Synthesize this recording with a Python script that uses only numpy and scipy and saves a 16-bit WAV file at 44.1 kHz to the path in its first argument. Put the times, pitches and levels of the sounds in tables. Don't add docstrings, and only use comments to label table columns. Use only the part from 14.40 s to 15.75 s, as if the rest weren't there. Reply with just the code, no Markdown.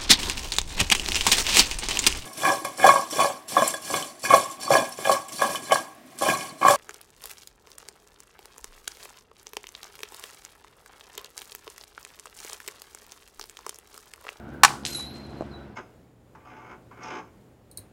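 import sys
import numpy as np
from scipy import signal
from scipy.fft import rfft, irfft
from scipy.io import wavfile

SR = 44100
rng = np.random.default_rng(int(sys.argv[2]) if len(sys.argv) > 2 else 0)


def gain_from_db(level_db):
    decades = np.asarray(level_db, float) / 20
    return 10 ** decades


def digitize_waveform(pressure):
    field = np.atleast_2d(pressure).T
    bounded = np.clip(field, -1, 1)
    quanta = np.round(bounded * 32767).astype(np.int16)
    wavfile.write(sys.argv[1], SR, quanta)


N = 59535

# (frequency [Hz], level [dB per Hz])
WASH_COLOUR = [(15, -70), (25, -36), (59, -6), (145, -4.5), (175, -28.5), (200, -2.5), (344, -7.5),
               (1520, -21.5), (16000, -61.5)]
# (time [s], level [dB])
DISTANCE_DRIFT = [(0, -1.5), (.3, -0.5), (.6, -3), (.8, -2), (1., -0.5), (1.2, -2), (1.35, -5.5)]
# (frequency [Hz], level [dB])
WHINE_COLOUR = [(1150, -38.5), (1350, -5), (1500, 1), (1620, -10.5), (1800, -37.5)]
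# (time [s], level [dB])
WHINE_LEVEL = [(0, -54), (.25, -55), (.55, -57), (.7, -64.5), (.95, -91), (1.1, -62), (1.28, -60.5),
               (1.35, -71.5)]
# (frequency [Hz], level [dB rms])
ENGINE_ORDERS = [(70.0, -51), (140.0, -48.5), (209.9, -51), (279.9, -53.5), (333.8, -57), (349.9, -54),
                 (489.9, -69.5), (689.1, -61), (979.8, -67.5)]
# (frequency [Hz], level [dB])
EXHAUST_COLOUR = [(60, -10.5), (150, 7.5), (350, 5), (500, -14), (720, 5), (1100, -18), (2200, -31.5),
                  (4000, -62)]
# (frequency [Hz], level [dB])
RUN_COLOUR = [(1000, -30), (2000, -2), (3200, -1.5), (5000, -5.5), (8000, -28)]
# (first mode [Hz], second mode [Hz])
WIRE_MODES = [(4135, 11655), (3941, 11095)]
# (time [s], free length [s], level [dB], upper mode [dB])
FIRST_WIRE_SWINGS = [
    (.466, .045, -46, -3),
    (.512, .05, -38, -13),
    (.565, .08, -51, -9),
    (.652, .04, -46, -23),
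    (.70, .035, -55, -9),
    (.737, .085, -48, -25),
    (.83, .03, -53, -24),
    (.885, .05, -60, -24),
    (.965, .055, -61, -15),
    (1.105, .03, -59, -30),
]
# (time [s], free length [s], level [dB], upper mode [dB])
SECOND_WIRE_SWINGS = [
    (.5472, .035, -33, -5),
    (.59, .06, -36, -15),
    (.657, .065, -49, -12),
    (.85, .14, -63, -13),
    (1.132, .04, -50, -30),
    (1.19, .06, -63, -30),
]
# (time [s], level [dB])
MESH_SHAKE = [(0.453, -40), (0.468, -35), (.5, -46), (.52, -42), (.545, -48), (0.551, -34.5), (0.576, -51),
              (0.598, -47.5), (.68, -64.5), (.72, -78), (.76, -62.5), (.81, -70.5), (1., -73.5),
              (1.3, -90.5)]
# (frequency [Hz], level [dB per Hz])
MESH_COLOUR = [(700, -38), (1500, -17.5), (2500, -13.5), (4500, -10.5), (7500, -8), (11500, -17.5),
               (12600, -32), (16000, -36.5)]
# (time [s], level [dB], centre [Hz], length [cycles])
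CLICK_EVENTS = [
    (.091, -47, 6000, 1.5),
    (.4360, -36, 4000, 1.5),
    (.4518, -10, 3800, 1.2),
    (.4528, -14, 6500, 1.5),
    (.5475, -26, 9000, 2),
    (.741, -45, 6000, 1.5),
    (.772, -43, 7500, 1.5),
    (1.0095, -43, 7000, 2),
]
# (frequency [Hz], level [dB], t60 [s])
DIRT_MODES = [(306, -2, 0.023), (623, 3.5, 0.014), (996, -9, 0.017)]
# (frequency [Hz], level [dB], t60 [s])
GLINT_MODES = [(2400, -21, .02)]
# (frequency [Hz], t60 [s])
FIELD_DECAY = [(500, 0.43), (1000, .5), (2000, 0.28), (4000, 0.35), (8000, 0.37), (14000, 0.38)]
# (delay [s], level [dB], top [Hz])
FAR_ECHOES = [(.033, -22, 1000), (.045, -15, 950), (.057, -22, 1200), (.070, -16, 950), (.088, -24, 1100),
              (.103, -24, 1100), (.120, -28, 1100), (.200, -30, 850), (.214, -30, 850), (.350, -30, 850),
              (.363, -35, 1500)]
# (frequency [Hz], level [dB], t60 [s])
BARREL_MODES = [(823.3, -2, 0.067), (884, -7.5, 0.094), (1127, -1.5, 0.037), (1293, 2, 0.032),
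                (1499, -2, 0.044), (1873, -8, 0.035), (2320, -6, 0.041), (2857, -12, 0.034),
                (4290, -4.5, 0.027), (4817, -7.5, 0.018), (5545, -10.5, .03), (7080, -11.5, 0.037)]
# (frequency [Hz], level [dB per Hz])
SNAP_COLOUR = [(200, -26), (700, -28), (800, -3.5), (1400, 0.5), (3200, -8), (4600, -7), (9000, -12),
               (15500, -30)]

CRACK_S, THUD_S, GLINT_S = .2341, 1.0085, .2795
ECHO_LOW_HZ = 680


def read(points, hz):
    f, value = np.transpose(points)
    return np.interp(np.log(hz + 1), np.log(f + 1), value)


def evened(x):
    return x / np.sqrt(np.mean(x ** 2) + 1e-20)


def add(mix, s, sound):
    part = mix[int(round(s * SR)):][:len(sound)]
    part += sound[:len(part)]


def tint(x, colour):
    gain = gain_from_db(read(colour, np.fft.rfftfreq(len(x), 1 / SR)))
    return evened(irfft(rfft(x) * gain, len(x)))


def hiss(colour, size):
    return tint(rng.standard_normal(size), colour)


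def dull(x, hz, kind="low"):
    return signal.lfilter(*signal.butter(2, min(hz, 20000), kind, fs=SR), x)


def slow(rate_hz):
    t = np.arange(N) / SR
    rates = rate_hz * np.linspace(.1, 1, 12)
    return evened(sum(np.sin(2 * np.pi * (f * t + rng.random())) for f in rates))


def modes(table, t):
    return sum(gain_from_db(db - 60 * t / t60) * np.sin(2 * np.pi * (hz * t + rng.random())) for hz, db, t60 in table)


def traffic_wash():
    return gain_from_db(-43 + 0.7 * slow(6)) * hiss(WASH_COLOUR, N)


def fan_whine():
    t = np.arange(N) / SR
    level_db = np.interp(t, *np.transpose(WHINE_LEVEL)) + 2.3 * slow(29)
    return gain_from_db(level_db) * hiss(WHINE_COLOUR, N)


def engine():
    t, fire_hz = np.arange(N) / SR, ENGINE_ORDERS[0][0]
    hum = np.zeros(N)
    for hz, db in ENGINE_ORDERS:
        level = gain_from_db(db + 3 + 1.5 * slow(9))
        hum += level * np.cos(2 * np.pi * hz * t + 0.11 * slow(6))
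    since_firing = (fire_hz * t) % 1
    puffs = np.exp(-since_firing / 0.38) * rng.standard_normal(N)
    return hum + gain_from_db(-50.5 + 2.5 * slow(12)) * tint(puffs, EXHAUST_COLOUR)


def distance():
    drift_db = np.interp(np.arange(N) / SR, *np.transpose(DISTANCE_DRIFT))
    drone = engine() + traffic_wash()
    return drone * gain_from_db(drift_db) + fan_whine()


def fence_run():
    since = np.arange(N) / SR - MESH_SHAKE[0][0]
    level = (since > 0) * gain_from_db(-48.5 - 60 * since / 2.03 + 1.5 * slow(25))
    return level * hiss(RUN_COLOUR, N)


def wire_swing(free_s, db, rise_s):
    stop_s = 0.0074
    u = np.arange(0, free_s + 5 * stop_s, 1 / SR)
    swing = gain_from_db(db + 4 - 60 * u / 0.52) * np.minimum(u / rise_s, 1)
    return swing * np.exp(-np.maximum(u - free_s, 0) / stop_s)


def wires():
    out, t = np.zeros(N), np.arange(N) / SR
    fuzz_hz = 70
    for (low_hz, high_hz), swings in zip(WIRE_MODES, (FIRST_WIRE_SWINGS, SECOND_WIRE_SWINGS)):
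        since = t - swings[0][0]
        low = (since > 0) * gain_from_db(-57 - 60 * since / 1.59 + 3.8 * slow(29.93))
        high = low * gain_from_db(-15)
        for k, (s, free_s, db, high_db) in enumerate(swings):
            swing = wire_swing(free_s, db, rise_s=.012 if k else .001)
            add(low, s, swing)
            add(high, s, gain_from_db(high_db) * swing)
        for hz, level, fuzz in ((low_hz, low, .45), (high_hz, high, .85)):
            rough = level * (1 + .5 * fuzz * slow(fuzz_hz))
            out += rough * np.sin(2 * np.pi * hz * t + fuzz * slow(fuzz_hz))
    return out


def mesh():
    links_per_s, spread_db, buzz = 2300, 4.5, .8
    struck = rng.random(N) < links_per_s / SR
    ticks = struck * gain_from_db(spread_db * np.minimum(rng.exponential(1, N), 4))
    ticks = ticks * rng.choice([-1., 1.], N)
    rattle = tint(evened(ticks) + buzz * rng.standard_normal(N), MESH_COLOUR)
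    run = fence_run()
    s, db = np.transpose(MESH_SHAKE)
    shake_db = np.interp(np.arange(N) / SR, s, db, left=-120, right=-120)
    return run + rattle * gain_from_db(1.5 + 2.5 * slow(70) + shake_db)


def clicks():
    out, t = np.zeros(N), np.arange(-60, 200) / SR
    for s, db, hz, cycles in CLICK_EVENTS:
        bell = np.exp(-(2 * t * hz / cycles) ** 2)
        add(out, s + t[0], gain_from_db(db) * np.cos(2 * np.pi * hz * t) * bell)
    return out


def thud():
    t = np.arange(3000) / SR
    return gain_from_db(-19) * np.minimum(t / 0.00077, 1) * modes(DIRT_MODES, t)


def glint():
    t = np.arange(3000) / SR
    return np.minimum(t / 0.0007, 1) * modes(GLINT_MODES, t)


def field(x):
    hz, t, z = signal.stft(hiss(SNAP_COLOUR, SR // 2), SR, nperseg=256)
    decay = gain_from_db(-60 * t / read(FIELD_DECAY, hz)[:, None])
    tail = signal.istft(z * decay, SR, nperseg=256)[1]
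    build_up = np.minimum(np.arange(len(tail)) / (0.018 * SR), 1)
    tail = dull(tail * build_up, ECHO_LOW_HZ, "high")
    return gain_from_db(-14.5) * signal.fftconvolve(x, tail / np.linalg.norm(tail))[:N]


def far_echoes(hit):
    out = np.zeros(N)
    for delay, db, hz in FAR_ECHOES:
        dulled = dull(dull(hit, hz), hz)
        add(out, CRACK_S + delay, gain_from_db(db) * dull(dulled, ECHO_LOW_HZ, "high"))
    return out


def backstop(near, sharp):
    out = np.zeros(N)
    for delay_s, sound in ((.0132, near), (.0122, sharp)):
        add(out, delay_s, gain_from_db(-2.5) * dull(dull(sound, 13600), 510, "high"))
    return out


def crack():
    t = np.arange(6000) / SR
    hold_s, snap_t60, push_s = .003, 0.04, .002
    late = np.maximum(t - hold_s, 0)
    snap = gain_from_db(-5.5 - 60 * late / snap_t60) * hiss(SNAP_COLOUR, len(t))
    tick = dull(rng.standard_normal(len(t)), 5040, "high")
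    snap += gain_from_db(-8.5 - 60 * t / .012) * tick
    push = gain_from_db(-34) * (t / push_s) * np.exp(1 - t / push_s)
    contact = gain_from_db(1) * np.minimum(t / 0.00036, 1)
    contact = contact * gain_from_db(-3.5 * np.minimum(late / .005, 1))
    held = gain_from_db(60 * 0.45 * (t - late) / snap_t60) / 2
    ring = contact * modes(BARREL_MODES, t) * held + push
    return ring + contact * snap


def scene():
    hit, sharp = crack(), clicks()
    near, small, kicks = np.zeros(N), np.zeros(N), sharp.copy()
    add(near, CRACK_S, hit)
    add(near, THUD_S, thud())
    add(small, GLINT_S, glint())
    add(kicks, CRACK_S, gain_from_db([18.5]))
    echoes = backstop(near, sharp) + far_echoes(hit) + field(kicks)
    fence = sharp + mesh() + wires()
    return (near + small + echoes + fence + distance())[None]


def band_limit(x):
    return signal.sosfilt(signal.butter(12, 16330, fs=SR, output="sos"), x)


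def record(dry):
    noisy = dry + gain_from_db(-80) * rng.standard_normal(dry.shape)
    return band_limit(np.clip(noisy, -.97, .97))


dry = scene()
out = record(dry)
digitize_waveform(out)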